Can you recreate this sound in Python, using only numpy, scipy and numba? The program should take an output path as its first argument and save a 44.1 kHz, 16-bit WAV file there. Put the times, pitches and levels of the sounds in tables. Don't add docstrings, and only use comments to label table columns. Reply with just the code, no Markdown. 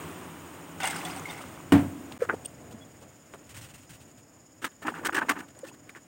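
import sys
import numpy as np
from scipy import signal
from scipy.fft import rfft, irfft, next_fast_len
from scipy.io import wavfile
from scipy.ndimage import uniform_filter1d
from numba import njit

SR = 44100
rng = np.random.default_rng(int(sys.argv[2]) if len(sys.argv) > 2 else 0)


def to_linear_factor(level_db):
    exponent = np.asarray(level_db, float) / 20
    return 10 ** exponent


def store_pcm(level_fs):
    pcm = np.round(np.clip(level_fs, -1, 1) * 32767).astype(np.int16)
    wavfile.write(sys.argv[1], SR, np.atleast_2d(pcm).T)


N = 267687
T = np.arange(N) / SR

# t/s, gain/dB
ROOM_GAIN = [(0, -53), (1.7, -47), (2.17, -47), (2.4, -49), (2.55, -50), (2.9, -52.5), (3.3, -53.5),
             (4.1, -54.5), (4.6, -57.5), (5.5, -55), (6.07, -55.5)]
# f/Hz, relative gain/dB
ROOM_COLOUR = [(25, -28.5), (55, -9), (90, 1.5), (120, 2), (160, 0.5), (215, -2), (290, 2.5), (400, -7.5),
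               (600, -5.5), (1000, -13), (2000, -16), (4000, -23), (16000, -24.5)]
# f/Hz, width of each of two resonances/Hz, rms level/dB
INSECTS = [(6883, 500, -60), (5140, 790, -68), (11100, 990, -71)]
INSECT_THROB_HZ, INSECT_PULSE_HZ, INSECT_DEPTH_DB = 16, 31, 3.5
# t/s, f/Hz, peak level/dB, length/s
BIRD_NOTES = [(2.809, 3365, -50.5, 0.034)]
# t/s, gain/dB, main ring f/Hz, edge re gain/dB, swell scale/s
KNOCKS = [(2.115, -53, 1250, -0.5, 0.022), (2.204, -44.5, 1720, -13, 0.026),
          (2.219, -38.5, 1370, -14.5, 0.037), (2.287, -28.5, 1320, -39, 0.028),
          (2.313, -40, 1290, -30, 0.024), (2.329, -42, 748, -16, .023), (2.448, -50.5, 3440, 5, 0.015),
          (2.706, -58, 1140, 1, .027), (3.008, -60, 1010, -1.5, 0.038), (3.334, -47, 1190, -11.5, 0.023),
          (3.408, -62, 1270, -12, 0.014)]
KNOCK_BODY_DB, KNOCK_BODY_SLOPE = 1, -0.32
# t/s, gain/dB
RUSTLES = [(3.462, -65), (3.491, -51.5), (3.541, -50), (3.565, -49), (3.61, -49), (3.642, -53.5),
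           (3.686, -54.5), (3.736, -53), (3.778, -58), (3.821, -59), (3.892, -51.5), (3.932, -53.5),
           (4.004, -60), (4.075, -63.5), (4.175, -61.5)]
RUSTLE_SCALE_S, RUSTLE_HZ, RUSTLE_BODY_DB, RUSTLE_EDGE_DB = 0.041, 2150, -1.5, -1.6
# t/s, peak level/dB, f/Hz, ring length/cycles
TICKS = [(2.116, -35.5, 825, 5.2), (2.123, -24.5, 3500, 3.1), (2.218, -15.5, 485, 12.1),
         (2.297, -10.5, 1350, 3), (2.304, -16.5, 1500, 9.5), (2.338, -21.5, 420, 4.2),
         (2.449, -38, 8440, 44), (2.457, -35, 3600, 4.8), (2.457, -29, 8740, 92), (2.735, -39, 229, 13),
         (3.338, -26.5, 1200, 0.76), (5.591, -28, 8500, 3.8)]
# start/s, end/s, rms level before flutter/dB
PUFF = (4, 4.035, -60.5)
# f/Hz, relative gain/dB
EDGE_COLOUR = [(1500, -69), (2600, 11), (4000, 10), (16000, 1)]
# silence starts/s, silent until/s, fully back/s
CUT = (2.180, 2.187, 2.196)
THUD_S, JUG_DB = 1.7215, -8.5
# f/Hz, level re JUG_DB/dB, t60/s
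JUG_MODES = [(93.3, -13, 0.49), (153.7, -10, 0.21), (194, -9.5, 0.14), (254.4, -13.5, 0.36),
             (283, 3.5, 0.26), (306, -9.5, 0.25), (332, -2.5, 0.13), (458, -13.5, 0.15), (563, -27, 0.45),
             (715, -17.5, 0.27), (887, -21, .2), (1120, -31, 0.074), (1385, -19, 0.12),
             (1800, -16.5, 0.041), (2880, -10.5, 0.019)]
# f/Hz, width before scaling/Hz, initial level/dB, t60/s
THUD_TAIL = [(100, 11, -29, 0.25), (159, 42, -20.5, 0.43), (275, 30, -31.5, 1.28), (570, 360, -26.5, 0.42),
             (1200, 770, -26.5, 0.29), (2600, 6600, -27.5, 0.075), (8500, 5500, -40.5, 0.07),
             (13900, 7100, -40, 0.65)]
# t/s, gain/dB
POUR_GAIN = [(0.0, -43), (0.35, -47), (0.78, -48), (0.98, -42), (1.14, -42.5), (1.47, -50.5), (2.17, -55)]
# f/Hz, relative gain/dB
RUSH_COLOUR = [(25, -54), (58, -35), (88, 8), (120, -14.5), (165, 8), (215, -9.5), (285, 5), (550, -7.5),
               (1100, -3.5), (1800, -11.5), (3000, -14), (4500, -21), (16000, -20)]
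POURING_S, TIPPING_S, STIRRING_S = (0, 2.18), (0.78, 1.62), (4.6, 6.07)
GURGLE_DB = -8.5
# t/s, peak gain/dB, fade/(dB/s)
SURGES = [(.799, -39.5, 63), (0.829, -30, 109), (.865, -37, 138), (.90, -45, 106), (0.954, -36, 208),
          (1.047, -40, 90), (1.13, -46.5, 45), (1.281, -40.5, 147), (1.359, -49.5, 58)]
SURGE_ATTACK_S, SPRAY_DB = 0.0052, -7
# f/Hz, width/Hz, gain/dB
PAN_MODES = [(780, 230, 7), (1500, 150, 5.5), (2100, 310, 12), (2880, 180, -1), (3360, 200, 6)]
# t/s, peak level/dB, f/Hz, ring length/cycles
BUBBLES = [(.80, -32.5, 1500, 45), (.818, -34, 2700, 57), (.82, -34, 3570, 66), (.845, -34, 2030, 37),
           (.855, -28.5, 2850, 43), (.86, -37, 810, 16), (.895, -32, 2100, 66), (.93, -30.5, 1600, 17),
           (.96, -30, 1500, 13), (.963, -33.5, 4860, 55), (1.015, -34, 2600, 18), (1.048, -35, 732, 49),
           (1.049, -33.5, 3390, 84), (1.075, -38, 824, 26), (1.10, -36, 2600, 18), (1.11, -34, 4970, 70),
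           (1.16, -38.5, 767, 33), (1.197, -31.5, 6600, 23), (1.195, -32, 1090, 4.8),
           (1.22, -31, 1200, 4.9), (1.27, -38, 2100, 45), (1.345, -40, 2100, 25), (1.53, -42, 1100, 3.6),
           (1.254, -29.5, 2150, 37), (1.295, -35.5, 3630, 97), (1.30, -36, 2110, 40), (1.41, -35, 1200, 10),
           (1.439, -30.5, 1200, 4.4), (1.576, -35.5, 1060, 3.3), (1.602, -39, 1100, 7.4),
           (5.631, -32.5, 529, 13.6), (5.685, -44, 2600, 39)]
# t/s, peak level/dB
SPATTER = [(.843, -27), (.856, -23), (0.875, -20), (.90, -32), (.914, -35), (.961, -36), (0.985, -33),
           (1.05, -29), (1.163, -33), (1.377, -44)]
SPATTER_HZ, SPATTER_CYCLES = 8500, 17
# start/s, length/s, gain/dB
SLOSHES = [(4.812, 0.31, -46), (5.125, 0.32, -47.5), (5.556, 0.201, -57)]
SLOSH_RAMP_S, WASH_DB = 0.013, -4
# f/Hz, width/Hz, gain/dB
LADLE_MODES = [(920, 39, -10), (1200, 14, -6), (1493, 20, -1.5), (1700, 38, -4), (1800, 74, -1),
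               (2700, 320, 6.5)]
# t/s, gain/dB, swell scale/s, edge re gain/dB
STROKES = [(4.616, -44, 0.034, -8), (4.642, -31.5, .015, -7), (4.654, -40, 0.023, -9.5),
           (4.712, -61, .017, -4), (4.819, -46, 0.025, -8.5), (4.847, -36, 0.033, -38),
           (4.866, -33.5, 0.011, -12.5), (4.88, -27, 0.011, -26), (4.889, -44, 0.02, -11),
           (4.938, -40.5, 0.052, -18.5), (4.985, -50.5, 0.036, -19), (5.025, -44, 0.049, -26),
           (5.048, -28.5, 0.022, -7.5), (5.067, -32.5, 0.0098, -3.5), (5.084, -31, 0.013, -33),
           (5.124, -34.5, .016, -16.5), (5.144, -27, .015, -9), (5.161, -26.5, 0.014, -15),
           (5.174, -28, 0.024, -17), (5.209, -29.5, 0.027, -27), (5.24, -49, 0.062, -20),
           (5.284, -28.5, .011, -19), (5.292, -20.5, .011, -9), (5.303, -28, .019, -13.5),
           (5.355, -37, 0.025, -26), (5.385, -43.5, 0.016, -8), (5.402, -40, 0.011, -13),
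           (5.424, -53, 0.028, -33), (5.481, -57, 0.012, -1.5), (5.5, -60, 0.0087, -8),
           (5.547, -61, .012, -4), (5.585, -67, 0.015, 6), (5.637, -50.5, 0.031, -8),
           (5.665, -56.5, 0.037, 3.5), (5.735, -57.5, 0.019, -3.5), (5.87, -60, 0.018, -12),
           (5.89, -52, .015, -3.5), (5.948, -49, 0.036, -13)]
STROKE_HZ, STROKE_HZ_PER_DB = 1650, 17
STROKE_BODY_DB, STROKE_BODY_SLOPE = -3, -0.25
# t/s, peak level/dB, f/Hz, ring length/cycles
TAPS = [(4.644, -15, 1700, 1.2), (4.8816, -14, 1500, 2.5), (4.941, -28.5, 1450, 7.4),
        (5.0946, -13.5, 1340, 3.8), (5.124, -30, 1750, 5), (5.148, -15.5, 1800, 8.7),
        (5.163, -24, 1700, 18), (5.18, -18.5, 1650, 15), (5.217, -20.5, 1540, 20), (5.294, -8.5, 1960, 4.8),
        (5.31, -12, 1500, 2), (5.360, -34.5, 1800, 43), (5.894, -34.5, 2240, 11), (5.950, -35, 1870, 5.7)]
# f/Hz, gain/dB
MIC_RESPONSE = [(30, -3), (65, -2.5), (95, -0.1), (3000, -0.5), (4200, -6), (5200, -5), (7600, -2),
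                (8600, 3.5), (10000, -6), (12500, -9.5), (15500, 0), (15850, 3), (16100, -50)]


def level(x, db=0):
    return x * to_linear_factor(db) / np.sqrt(np.mean(x ** 2))


def curve(rows):
    s, *columns = np.transpose(rows)
    return [np.interp(T, s, c) for c in columns]


def colour(x, points):
    n = next_fast_len(len(x), real=True)
    f = np.maximum(np.fft.rfftfreq(n, 1 / SR), 1)
    hz, db = np.transpose(points)
    gain = to_linear_factor(np.interp(np.log(f), np.log(hz), db))
    return irfft(rfft(x, n) * gain, n)[:len(x)]


def ring(x, hz, width):
    return signal.lfilter(*signal.iirpeak(hz, hz / width, SR), x)


def ring_twice(x, hz, width):
    return ring(ring(x, hz, width), hz, width)


def with_modes(x, modes):
    return x + sum(to_linear_factor(db) * ring(x, hz, width) for hz, width, db in modes)


def walk(rate_hz):
    k = int(SR / rate_hz)
    held = np.repeat(rng.standard_normal(N // k + 1), k)
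    return 1.344 * uniform_filter1d(uniform_filter1d(held, k), k)[:N]


def grit(spread_db):
    return level(rng.standard_normal(N) * to_linear_factor(spread_db * np.minimum(rng.exponential(size=N), 6)))


@njit
def grains(start, hz, cycles, size, glide, length):
    out = np.zeros(length)
    for g in range(len(start)):
        phase, fade = 0., 3 * hz[g] / cycles[g] / SR
        for i in range(min(int(6 / fade), length - start[g])):
            age = i * fade
            phase += 2 * np.pi * hz[g] * (1 + glide * age) / SR
            envelope = (1.5 * age) ** 2 * np.exp(2 - 3 * age)
            out[start[g] + i] += size[g] * envelope * np.sin(phase)
    return out


def pops(rows):
    s, db, hz, cycles = np.transpose(rows)
    return grains((s * SR).astype(np.int64), hz, cycles, to_linear_factor(db), 0.0043, N)


def bubbling(span, per_s, low_hz, high_hz, cycles, spread_db):
    begin, end = span
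    u = rng.random(size=(int(per_s * (end - begin)), 4)).T
    start = ((begin + u[0] * (end - begin)) * SR).astype(np.int64)
    hz = low_hz * (high_hz / low_hz) ** u[1]
    size = to_linear_factor(spread_db * np.minimum(-np.log(u[3]), 4))
    x = grains(start, hz, cycles * (0.5 + u[2]), size, 0.014, N)
    return x / np.sqrt(np.mean(x[(T > begin) & (T < end)] ** 2))


def bursts(rows, spread_db, width, body_hz, body_width, skew, modes=()):
    rub = grit(spread_db)
    edge = level(colour(rub, EDGE_COLOUR), 2.97)
    body = level(ring_twice(rub, body_hz, body_width))
    out = np.zeros(N)
    for s, db, hz, body_db, edge_db, scale_s in rows:
        span = slice(int(s * SR), min(int((s + scale_s + 0.041) * SR), N))
        u = np.maximum(T[span] - s, 0) / scale_s
        tail = 0.15 * np.exp(-u * scale_s / 0.021)
        swell = np.sin(np.pi * np.minimum(u / 1.213, 1) ** skew) + tail
        main = ring_twice(swell * rub[span], hz, width) / np.sqrt(np.pi * width / SR / 2)
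        main = signal.sosfilt(signal.butter(2, 1.13 * hz, fs=SR, output="sos"), main)
        main = with_modes(main, modes)
        rest = to_linear_factor(body_db) * body[span] + to_linear_factor(edge_db) * edge[span]
        out[span] += to_linear_factor(db + 1.5) * (main + swell * rest)
    return out


def room():
    murmur = level(colour(rng.standard_normal(N), ROOM_COLOUR))
    high = signal.sosfilt(signal.butter(2, 900, "high", fs=SR, output="sos"), murmur)
    low_flicker, high_flicker = to_linear_factor(1.5 * walk(9)), to_linear_factor(0.8 * walk(12))
    return to_linear_factor(curve(ROOM_GAIN)[0]) * ((murmur - high) * low_flicker + high * high_flicker)


def insects():
    throb_phase = 2 * np.pi * np.cumsum(INSECT_THROB_HZ * (1 + 0.0777 * walk(1.58))) / SR
    pulse_phase = 2 * np.pi * np.cumsum(INSECT_PULSE_HZ * (1 + 0.0853 * walk(5))) / SR
    gain = to_linear_factor(INSECT_DEPTH_DB * (np.sin(throb_phase) + 0.52 * np.sin(pulse_phase)))
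    return sum(level(gain * ring_twice(rng.standard_normal(N), hz, width), db) for hz, width, db in INSECTS)


def bird():
    out = np.zeros(N)
    for s, hz, db, length_s in BIRD_NOTES:
        envelope = np.sin(np.pi * np.clip((T - s) / length_s, 0, 1)) ** 0.4
        out += to_linear_factor(db) * envelope * np.sin(2 * np.pi * hz * T)
    return out


def counter():
    knocks = [(s, db, hz, KNOCK_BODY_DB + KNOCK_BODY_SLOPE * (db + 57), edge_db, scale_s)
              for s, db, hz, edge_db, scale_s in KNOCKS]
    rustles = [(s, db, RUSTLE_HZ, RUSTLE_BODY_DB, RUSTLE_EDGE_DB, RUSTLE_SCALE_S) for s, db in RUSTLES]
    begin, end, puff_db = PUFF
    puff = ((T > begin) & (T < end)) * to_linear_factor(1.2 * walk(29.6)) * level(colour(grit(1.1), EDGE_COLOUR), puff_db)
    return (bursts(knocks, spread_db=4.0, width=1400, body_hz=495, body_width=380, skew=0.78)
            + bursts(rustles, spread_db=2.0, width=6900, body_hz=104, body_width=90, skew=0.52)
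            + pops(TICKS) + puff)


def thud():
    t = np.arange(SR) / SR
    out = np.zeros(SR)
    for hz, db, t60 in JUG_MODES:
        bloom = 1 - np.exp(-t * hz / 1.43)
        out += to_linear_factor(JUG_DB + db - 60 * t / t60) * bloom * np.sin(2 * np.pi * hz * t)
    for hz, width, db, t60 in THUD_TAIL:
        noise = ring(ring(rng.standard_normal(SR), hz, 2.46 * width), hz, 2.5 * width)
        out += to_linear_factor(db - 60 * t / t60) * level(noise)
    for contact_s in (0.0008, 0.00361):
        u = (t - contact_s) / 0.00019
        out += to_linear_factor(-14.5) * (1 - u * u) * np.exp(-u * u / 2)
    start = int(THUD_S * SR)
    return (T < CUT[1]) * np.pad(out, (start, N - start - SR))


def stream():
    rush = to_linear_factor(2.5 + 0.33 * walk(11.14)) * level(colour(grit(1.6), RUSH_COLOUR))
    gurgle = to_linear_factor(GURGLE_DB) * bubbling(POURING_S, 300, 153, 1245, 4.4, 2.3)
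    return (T < POURING_S[1]) * to_linear_factor(curve(POUR_GAIN)[0]) * (rush + gurgle)


def surges():
    power = np.zeros(N)
    for s, db, fade in SURGES:
        attack = np.clip((T - s) / SURGE_ATTACK_S, 0, 1)
        power += (attack * to_linear_factor(db - fade * np.maximum(T - s, 0))) ** 2
    return np.sqrt(power)


def splash():
    mist = to_linear_factor(3.5 + 3.7 * walk(110)) * level(colour(grit(1.7), EDGE_COLOUR))
    froth = to_linear_factor(-8.0 + 2.2 * walk(69.46)) * bubbling(TIPPING_S, 3000, 753, 3870, 3.5, 1.9)
    froth = with_modes(froth, PAN_MODES)
    spray = to_linear_factor(SPRAY_DB) * (mist + to_linear_factor(-0.5) * bubbling(TIPPING_S, 500, 4450, 12100, 23, 2.4))
    long_bubbles = to_linear_factor(-7.5) * bubbling(TIPPING_S, 600, 755, 3860, 20.0, 3.2)
    return surges() * (long_bubbles + froth + spray)


def drops():
    return pops(BUBBLES) + pops([(s, db, SPATTER_HZ, SPATTER_CYCLES) for s, db in SPATTER])


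def syrup():
    stirring = sum(to_linear_factor(db) * np.clip(np.minimum(T - s, s + length_s - T) / SLOSH_RAMP_S, 0, 1)
                   for s, length_s, db in SLOSHES)
    slosh = with_modes(bubbling(STIRRING_S, 500, 239, 2020, 6.2, 4.7), LADLE_MODES)
    wash = level(colour(rng.standard_normal(N), RUSH_COLOUR), WASH_DB)
    return stirring * (slosh + wash)


def ladle():
    strokes = [(s, db, STROKE_HZ + STROKE_HZ_PER_DB * edge_db,
                STROKE_BODY_DB + STROKE_BODY_SLOPE * (db + 50), edge_db, scale_s)
               for s, db, scale_s, edge_db in STROKES]
    scrape = bursts(strokes, spread_db=2.5, width=1470, body_hz=309.0, body_width=148, skew=0.77,
                    modes=LADLE_MODES)
    return scrape + pops(TAPS)


def scene():
    background = room() + insects() + bird()
    water = stream() + splash() + drops() + syrup()
    return (background + counter() + thud() + water + ladle())[None]


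def band_limit(x):
    return signal.sosfilt(signal.butter(12, 16920, fs=SR, output="sos"), x)


def record(dry):
    silent_from, silent_until, back = CUT
    keep = np.interp(T, [silent_from - 0.001, silent_from, silent_until, back], [1, 0, 0, 1])
    mix = keep * colour(dry[0], MIC_RESPONSE)[None]
    return band_limit(mix)


dry = scene()
out = record(dry)
store_pcm(out)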